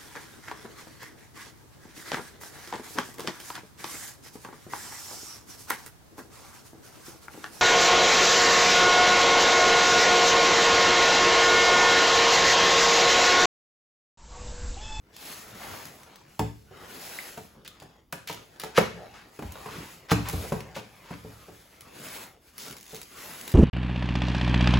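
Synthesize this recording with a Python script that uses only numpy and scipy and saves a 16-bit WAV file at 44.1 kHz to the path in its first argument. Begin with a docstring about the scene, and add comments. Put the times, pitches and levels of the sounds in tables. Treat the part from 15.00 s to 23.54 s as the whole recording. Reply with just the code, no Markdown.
"""A cardboard box is tipped onto a desk, turned and opened, close by in a small office.
Each bump thumps the hollow box, rings its panels and makes the room boom; the flapping lid pushes air.
Card rubs and crackles, two locking tabs scrape and pop free, and a hand reaches into the packing.
Shirt sleeves swish as the arms move, over a faint rumble of ventilation."""
import sys
import numpy as np
from scipy import signal
from scipy.fft import rfft, irfft, next_fast_len
from scipy.io import wavfile
from scipy.ndimage import uniform_filter1d, map_coordinates

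SR = 44100
rng = np.random.default_rng(int(sys.argv[2]) if len(sys.argv) > 2 else 0)


def wrap_up_sound(samples):
    """Save the sound to the file named by the first command line argument, as 16-bit audio."""
    columns = np.atleast_2d(samples).T
    # keep every value between -1 and 1, then stretch to whole-number steps
    tamed = np.clip(columns, -1, 1)
    steps = np.round(tamed * 32767).astype(np.int16)
    wavfile.write(sys.argv[1], SR, steps)


N = 376613
TIME = np.arange(N) / SR
AGE = np.arange(SR // 2) / SR  # seconds since a hit, up to half a second

# Tone of the ventilation: (frequency [Hz], level [dB])
VENT_TONE = [(20, 12), (45, 11), (170, -0.5), (330, -0.5), (600, -26), (1150, -17), (1450, -22.5),
             (1800, -23), (5000, -30.5), (16000, -22.5)]
# Arm movements that swish a sleeve: (fastest moment [s], level [dB], rise [s], fall [s])
SLEEVE_STROKES = [(0.29, -44, 0.13, 0.29), (0.68, -47, 0.23, 0.42), (1.33, -61.5, 0.09, 0.57),
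                  (2.12, -43, 0.33, 0.38), (3.4, -64.5, 0.24, 0.5), (4.15, -66.5, 0.36, 0.19),
                  (4.45, -59.5, 0.19, 0.065), (4.87, -51, 0.62, 0.19), (5.42, -44.5, 0.28, 0.22),
                  (6.45, -58, 1, 0.71), (7.15, -44, 0.25, 0.17), (7.49, -59, 0.095, .06),
                  (7.65, -49.5, 0.13, 0.15), (7.96, -51, 0.14, 0.18), (8.32, -44.5, 0.28, 0.33)]
# Tone of sliding cloth: (frequency [Hz], level [dB])
SLEEVE_TONE = [(40, -18), (170, 2.5), (450, 2.5), (1200, 0), (2500, -0.5), (5500, -4.5), (8000, -2),
               (11500, -2), (16000, -4.5)]
# Card sliding on the desk or under a hand: (fastest moment [s], level [dB], rise [s], fall [s])
RUB_STROKES = [(0.2, -58, 0.22, 0.43), (0.72, -44.5, 0.4, 0.31), (1.1, -52.5, 0.21, .3),
               (1.87, -47, 0.2, 0.27), (2.85, -56.5, 0.53, 0.21), (3.37, -53, 0.11, 0.15),
               (3.97, -50.5, 0.79, 0.5), (4.76, -45.5, .45, 0.28), (5.42, -48, 0.53, 0.61),
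               (6.12, -53.5, 0.33, 0.7), (7.06, -46.5, 0.35, 0.34), (7.68, -49, 0.14, 0.17),
               (8.2, -50.5, 0.13, 0.16), (8.54, -45.5, .16, .15)]
# Tone of rubbing card: (frequency [Hz], level [dB])
RUB_TONE = [(30, -13.5), (70, -2), (165, 3.5), (260, -1), (430, 1.5), (700, -2), (1050, -3.5), (1700, -7.5),
            (4000, -15), (16000, -28)]
# Edges and packing scraping: (start [s], end [s], level [dB], swell [dB], tone centre [Hz])
EDGE_SCRAPES = [(0.12, 0.29, -55.5, 4, 3550), (0.588, 0.856, -50.5, -5, 990),
                (2.649, 2.669, -49.5, 6, 2230), (3.27, 3.343, -42.5, -14.5, 2780),
                (3.592, 3.69, -51.5, -5, 1900), (3.742, 3.784, -28.5, 36.5, 1900),
                (4.13, 4.234, -54, -6.5, 1400), (4.55, 4.599, -50, -12, 655),
                (4.678, 4.993, -54, -19, 2140), (5.083, 5.122, -32.5, 23, 1500),
                (5.108, 5.136, -32.5, -9.5, 4540), (5.25, 5.31, -40, -5, 1060),
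                (5.743, 5.81, -46.5, -5, 2600), (6.029, 6.159, -52, 12, 1300),
                (7.581, 7.725, -49, -13.5, 5060), (7.874, 8.037, -59, -13, 6020)]
# Creases giving way: (time [s], level [dB], tone centre [Hz], length of the crackle after it [s])
CREASE_SNAPS = [(0.165, -51, 9070, 0), (0.854, -49, 6930, .02), (1.033, -58, 2960, 0),
                (1.158, -56.5, 7000, 0), (1.393, -39, 6000, 0), (2.376, -55, 7100, 0),
                (2.648, -60, 5040, 0), (2.677, -48, 3580, 0), (2.8, -57.5, 3020, .04),
                (3.125, -42.5, 5050, 0), (3.274, -45.5, 3200, .08), (3.598, -43.5, 3300, .03),
                (3.636, -44.5, 3340, .02), (4.521, -50.5, 10900, 0), (5.115, -38.5, 4500, 0),
                (5.287, -39, 7040, .05), (5.605, -53, 2050, 0), (6.808, -53, 6000, .02),
                (7.085, -51.5, 5040, 0), (7.580, -46.5, 5300, .15), (7.767, -52.5, 6970, .13),
                (7.946, -48, 5940, .03), (8.015, -48.5, 5520, .02), (8.412, -48.5, 7040, 0),
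                (8.478, -43.5, 5000, .06)]
# Bumps on the box: (time [s], thump level [dB], panel level [dB], panel pitch [Hz], treble limit [Hz])
BOX_BUMPS = [(1.394, -28, -32, 840, 900), (1.709, -57, -52.5, 397, 586), (2.374, -44.5, -45, 630, 1820),
             (2.566, -52, -64, 397, 500), (2.82, -52.5, -52, 880, 1500), (3.127, -45.5, -40.5, 1570, 2970),
             (3.297, -46, -40.5, 980, 1470), (3.635, -46.5, -40.5, 510, 1210),
             (3.781, -24.5, -24.5, 485, 2290), (4.39, -41.5, -43.5, 413, 1310),
             (4.422, -40, -43.5, 473, 1510), (4.659, -45, -42.5, 990, 1400), (5.116, -19.5, -27, 780, 1600),
             (5.333, -34.5, -41, 426, 800), (5.438, -47, -47, 487, 1090), (5.520, -29.5, -31.5, 437, 920),
             (5.763, -43, -39.5, 560, 1400), (6.107, -36.5, -44, 1000, 900), (6.247, -41, -50, 400, 487),
             (6.484, -50, -51, 430, 710), (7.93, -48, -50, 420, 400)]
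# Low notes of a thump, the hollow box's short ones and the room's long boom:
# (pitch [Hz], level [dB], ring time to fade by 60 dB [s])
BOX_AND_ROOM_NOTES = [(65.5, -19, 1), (85.8, -16.5, 0.44), (111.6, -10, 0.48), (151, 1.5, 0.13),
                      (171, -1, 0.21), (165.6, -19, 0.66), (208, -0.5, 0.14), (291.4, -5.5, 0.18)]
# Notes of the box's panels: (pitch [Hz], level [dB], ring time [s])
PANEL_NOTES = [(390, 3, 0.08), (433.2, -2, 0.16), (491, -8, 0.057), (535, -2, 0.066), (655, -9.5, 0.12),
               (743, 1, 0.1), (811, 1, 0.071), (939, 4.5, 0.055), (1090, 1, 0.018), (1240, 8.5, 0.017),
               (1583, -11.5, 0.097), (2036, -31, 0.031), (2560, 5.5, 0.035)]
# Tone of the sharp crack in a bump: (frequency [Hz], level [dB])
CRACK_TONE = [(200, -17), (900, -2), (2800, -3), (4000, -12.5), (7500, -10.5), (11000, -12), (16000, -14)]
# Brief pitched rings of card (tab pops, a squeak, ringing snaps and hollow bumps):
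# (time [s], level [dB], pitch [Hz], ring time [s])
CARD_PINGS = [(1.394, -28, 905, 0.072), (2.188, -20, 2040, 0.0072), (2.677, -25, 3480, 0.0029),
              (3.779, 4, 1270, 0.0035), (3.7812, -11.5, 486, 0.024), (5.117, -9, 1210, 0.0055),
              (5.606, -27, 2360, 0.0036), (7.937, -43.5, 438, 0.06)]
# Broad panels and flaps pushing air: (time [s], level [dB])
FLAP_WAFTS = [(1.398, -37), (4.449, -35.5), (5.123, -41), (5.335, -31.5), (5.37, -35.5)]
# Notes of the bending flaps: (pitch [Hz], level [dB], ring time [s])
FLAP_NOTES = [(67.5, 3, 0.21), (84.2, -2, 0.24), (109.6, -7, 0.11)]
# How long the office rings: (frequency [Hz], ring time [s])
ROOM_RING = [(60, 1), (200, 0.35), (600, 0.27), (2500, 0.43), (7000, 0.42), (16000, 0.23)]
# Strength of the room's echoes: (frequency [Hz], level [dB])
ECHO_TONE = [(60, -14.5), (200, -5), (450, 1), (900, -2), (16000, -1)]
# Stereo width of the echoes; "side" is how the two channels differ: (frequency [Hz], side level [dB])
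ECHO_WIDTH = [(60, -9), (250, -7.5), (600, -2.5), (1500, -1.5), (5800, -3.5), (7000, -15.5), (16000, -17)]
# Stereo width of rustle and ventilation: (frequency [Hz], side level [dB])
RUSTLE_WIDTH = [(60, -15.5), (250, -13), (700, -6), (1500, -4.5), (3000, -9.5), (5800, -2), (7000, -49),
                (16000, -17.5)]
# Left microphone turned up and right one down by this much: (frequency [Hz], level [dB])
LEFT_LEAN = [(60, 0), (700, 0), (2000, 0.3), (5000, 1.5), (7000, -0.5)]


def amp(db):
    """Turn decibels into a multiplier."""
    return 10 ** (np.asarray(db) / 20)


def unit(x):
    """Scale to an average (rms) level of 1."""
    return x / np.sqrt(np.mean(x ** 2) + 1e-20)


def burst(x):
    """Give a hit the energy of 40 ms of sound at level 1."""
    return x * np.sqrt(.04 * SR / np.sum(x ** 2))


def along(points, hz):
    """Read between a table's rows, on a log frequency scale."""
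    freqs, values = np.transpose(points)
    return np.interp(np.log(hz + 1), np.log(freqs + 1), values)


def filtered(x, response):
    """Multiply each frequency in x by response(hz)."""
    size = x.shape[-1]
    padded = next_fast_len(size + 8192)
    return irfft(rfft(x, padded) * response(np.fft.rfftfreq(padded, 1 / SR)), padded)[..., :size]


def noise(tone, size):
    """Noise shaped by a tone table, at level 1."""
    return unit(filtered(rng.standard_normal(size), lambda hz: amp(along(tone, hz))))


def resonate(x, centre_hz, damping):
    """Keep a band around centre_hz; more damping makes it wider."""
    width_hz = damping * centre_hz
    return filtered(x, lambda hz: 1j * hz * width_hz / (centre_hz ** 2 - hz ** 2 + 1j * hz * width_hz))


def dull(x, cut_hz):
    """Soft card passes little above cut_hz."""
    return filtered(x, lambda hz: 1 / (1 + 1j * np.sqrt(2) * hz / cut_hz - (hz / cut_hz) ** 2))


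def wobble(rate):
    """A smooth curve through rate random points a second."""
    return map_coordinates(rng.standard_normal(int(N * rate / SR) + 4), [TIME * rate])


def add(track, s, sound):
    """Mix a sound into the track, s seconds in."""
    part = track[round(s * SR):][:len(sound)]
    part += sound[:len(part)]


def spread(mid, side):
    """Blend two unrelated sounds into one wide stereo sound."""
    side = filtered(side, lambda hz: amp(along(RUSTLE_WIDTH, hz)))
    return np.array([mid + side, mid - side])


def ventilation():
    """Ventilation fills the office with a faint, steady rumble and hiss."""
    return amp(-62.0) * spread(noise(VENT_TONE, N), noise(VENT_TONE, N))


def strokes(rows, edge_db=19, flatness=2.13):
    """Loudness of strokes: each gains edge_db over its rise and loses it again over its fall."""
    power = np.zeros(N)
    for s, db, rise_s, fall_s in rows:
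        away = np.abs(TIME - s) / np.where(TIME < s, rise_s, fall_s)
        near = away < 2
        power[near] += amp(db - edge_db * away[near] ** flatness) ** 2
    return np.sqrt(power)


def shifting(x, depth_db):
    """Touching spots and echoes move, so the tone keeps changing."""
    bands = signal.stft(x, nperseg=1024)[2]
    drift = uniform_filter1d(rng.standard_normal(bands.shape), size=7, axis=0)  # smooth over frequency
    drift = uniform_filter1d(drift, size=9, axis=1)  # and over time
    return unit(signal.istft(bands * amp(depth_db * unit(drift)), nperseg=1024)[1][:N])


def sleeves():
    """Cloth slides in a fine, fluttering hiss with each arm movement."""
    weave = amp(0.99 * wobble(45) + 0.82 * wobble(700))
    cloth = [shifting(noise(SLEEVE_TONE, N) * weave, depth_db=1.94) for _ in range(2)]
    return spread(*cloth) * strokes(SLEEVE_STROKES) * amp(2.5)


def slips(size, rate, spread_db):
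    """Card sticks and slips, making about rate tiny, uneven clicks a second."""
    chance, strength = rng.random(size), rng.standard_normal(size)
    return (chance < rate / SR) * rng.choice([-1, 1], size) * amp(spread_db * np.clip(strength, -2, 2))


def rubbing():
    """Sliding card makes a low, grainy rub as its fibres catch under changing pressure."""
    pressure = amp(1.2 * wobble(25))
    fibres = []
    for _ in range(2):
        grain = filtered(slips(N, rate=3500, spread_db=4), lambda hz: amp(along(RUB_TONE, hz)))
        fibres.append(shifting(grain, depth_db=4.0))
    return spread(*fibres) * strokes(RUB_STROKES) * pressure


def scraping():
    """Edges catch and slip in quick runs that ease in and out."""
    out = np.zeros(N)
    for start, end, db, swell_db, centre_hz in EDGE_SCRAPES:
        size = max(round((end - start) * SR), SR // 200)
        force = amp(swell_db * np.linspace(0, 1, size)) * signal.windows.tukey(size, .3)
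        run = resonate(slips(size, rate=3000, spread_db=5.5) * force, centre_hz, damping=0.85)
        add(out, start, amp(db) * unit(dull(run, cut_hz=6.3 * centre_hz)))
    return out


def snap_run(length_s, count=14, gap_s=0.013, later_db=-6.5, scatter_db=3):
    """One snap, then weaker ones at uneven gaps for length_s."""
    gaps = gap_s * (1 + .5 * rng.uniform(-1.1, 1, count))
    delays = np.append(0, np.cumsum(gaps))
    levels = np.append(0, later_db + scatter_db * rng.standard_normal(count))
    age = AGE[:SR // 20]
    shape = amp(-60 * age / 0.014) * (1 - np.exp(-age / 0.00037))
    snaps = rng.standard_normal((len(delays), len(age))) * shape
    run = np.zeros(len(AGE))
    for delay, db, snap in zip(delays, levels, snaps):
        if delay <= length_s:
            add(run, delay, amp(db) * burst(snap))
    return run


def crackle():
    """Creases give way in snaps a few milliseconds long."""
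    out = np.zeros(N)
    for s, db, centre_hz, length_s in CREASE_SNAPS:
        run = snap_run(length_s)
        add(out, s, amp(db) * np.std(run) * unit(resonate(run, centre_hz, damping=4.6)))
    return out


def ring(notes, scatter_db, detune):
    """Fading notes whose strength and pitch shift with the grip and the spot that is hit."""
    hz, db, ring_s = np.transpose(notes)[:, :, None]
    strength, shift = rng.standard_normal((2, len(notes), 1))
    build_up = 1 - np.exp(-2 * hz * AGE)  # takes about half a cycle
    swing = np.cos(2 * np.pi * hz * (1 + detune * shift) * AGE) * build_up
    return burst(np.sum(amp(db + scatter_db * strength - 60 * AGE / ring_s) * swing, 0))


def knocks():
    """Each bump makes the box and room boom and rings the panels; soft bumps are slow and dull."""
    out = np.zeros(N)
    for s, thump_db, panel_db, struck_hz, treble_hz in BOX_BUMPS:
        press = 1 - np.exp(-AGE * treble_hz / 2.0)
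        rattle = rng.standard_normal(len(AGE)) * amp(-60 * AGE / .06)
        rattle = burst(resonate(rattle, centre_hz=710, damping=1.9))
        panels = burst(dull(ring(PANEL_NOTES, scatter_db=4.0, detune=0.012) + 1.36 * rattle, treble_hz))
        struck_panel = burst(np.sin(2 * np.pi * struck_hz * AGE) * amp(-60 * AGE / 0.017))
        knock = burst(press * (panels + 0.82 * struck_panel))
        thump = ring(BOX_AND_ROOM_NOTES, scatter_db=3.5, detune=0.014)
        crack = burst(noise(CRACK_TONE, len(AGE)) * amp(-60 * AGE / 0.047) * press)
        crack_db = panel_db - 11 + 5.5 * np.log2(treble_hz / 1200)  # harder bumps crack more
        add(out, s, amp(thump_db) * thump + amp(panel_db) * knock + amp(crack_db) * crack)
    return out


def pings():
    """Card rings briefly at one pitch in a tab pop, a squeak, a snap or a hollow bump."""
    out = np.zeros(N)
    onset = 1 - np.exp(-AGE / 0.00079)
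    for s, db, hz, ring_s in CARD_PINGS:
        add(out, s, 2 * onset * amp(db - 60 * AGE / ring_s) * np.sin(2 * np.pi * hz * AGE))
    return out


def flaps():
    """Broad flaps and panels bend and push air in a deep, soft thud."""
    out = np.zeros(N)
    for s, db in FLAP_WAFTS:
        add(out, s, amp(db) * ring(FLAP_NOTES, scatter_db=7.5, detune=0.033))
    return out


def echoes(tail_db, early_db):
    """The room's answer to a click, as mid and side: desk and near walls first, then a fading tail."""
    hz, t, bands = signal.stft(rng.standard_normal((2, len(AGE))), SR, nperseg=256)
    fade = amp(-60 * t / along(ROOM_RING, hz)[:, None])
    tail = signal.istft(bands * fade, SR, nperseg=256)[1][:, :len(AGE)]
    tail *= 1 - np.exp(-AGE / 0.0069)
    early = rng.standard_normal((2, len(AGE))) * amp(-60 * AGE / 0.06) * (1 - np.exp(-AGE / 0.001))
    answer = amp(tail_db) * tail / np.linalg.norm(tail[0])
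    answer += amp(early_db) * early / np.linalg.norm(early[0])
    return filtered(answer, lambda f: amp(along(ECHO_TONE, f) + np.outer([0, 1], along(ECHO_WIDTH, f))))


def office(x, tail_db, early_db):
    """The box and the body move about, so every half second has its own echoes."""
    mid, side = np.zeros((2, N))
    for start in range(0, N, len(AGE)):
        answer = signal.fftconvolve(x[None, start:start + len(AGE)], echoes(tail_db, early_db), axes=1)
        add(mid, start / SR, answer[0])
        add(side, start / SR, answer[1])
    return np.array([x + mid + side, x + mid - side])


def scene():
    """All the handling sounds in the office, over its quiet ventilation."""
    box = office(knocks() + flaps(), tail_db=-4.0, early_db=-7.5)
    card = office(crackle() + pings() + scraping(), tail_db=-6.0, early_db=-5.0)
    rustle = (sleeves() + rubbing()) * amp([[.3], [-.3]])  # a touch to the left
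    return box + card + rustle + ventilation()


def record(dry):
    """A phone cuts deep rumble and the very top, and widens the treble by delaying it on the left."""
    rumble_hz, widen_hz, top_hz, lag_s = 46, 6720, 15900, .000225
    delay = lambda hz: np.exp(-2j * np.pi * lag_s * np.outer([1, 0], np.maximum(hz - widen_hz, 0)))
    lean = lambda hz: amp(np.outer([1, -1], along(LEFT_LEAN, hz)))
    dry = signal.sosfilt(signal.butter(3, rumble_hz, "highpass", fs=SR, output="sos"), dry)
    return filtered(dry, lambda hz: delay(hz) * lean(hz) * (hz < top_hz))


dry = scene()
out = record(dry)
wrap_up_sound(out)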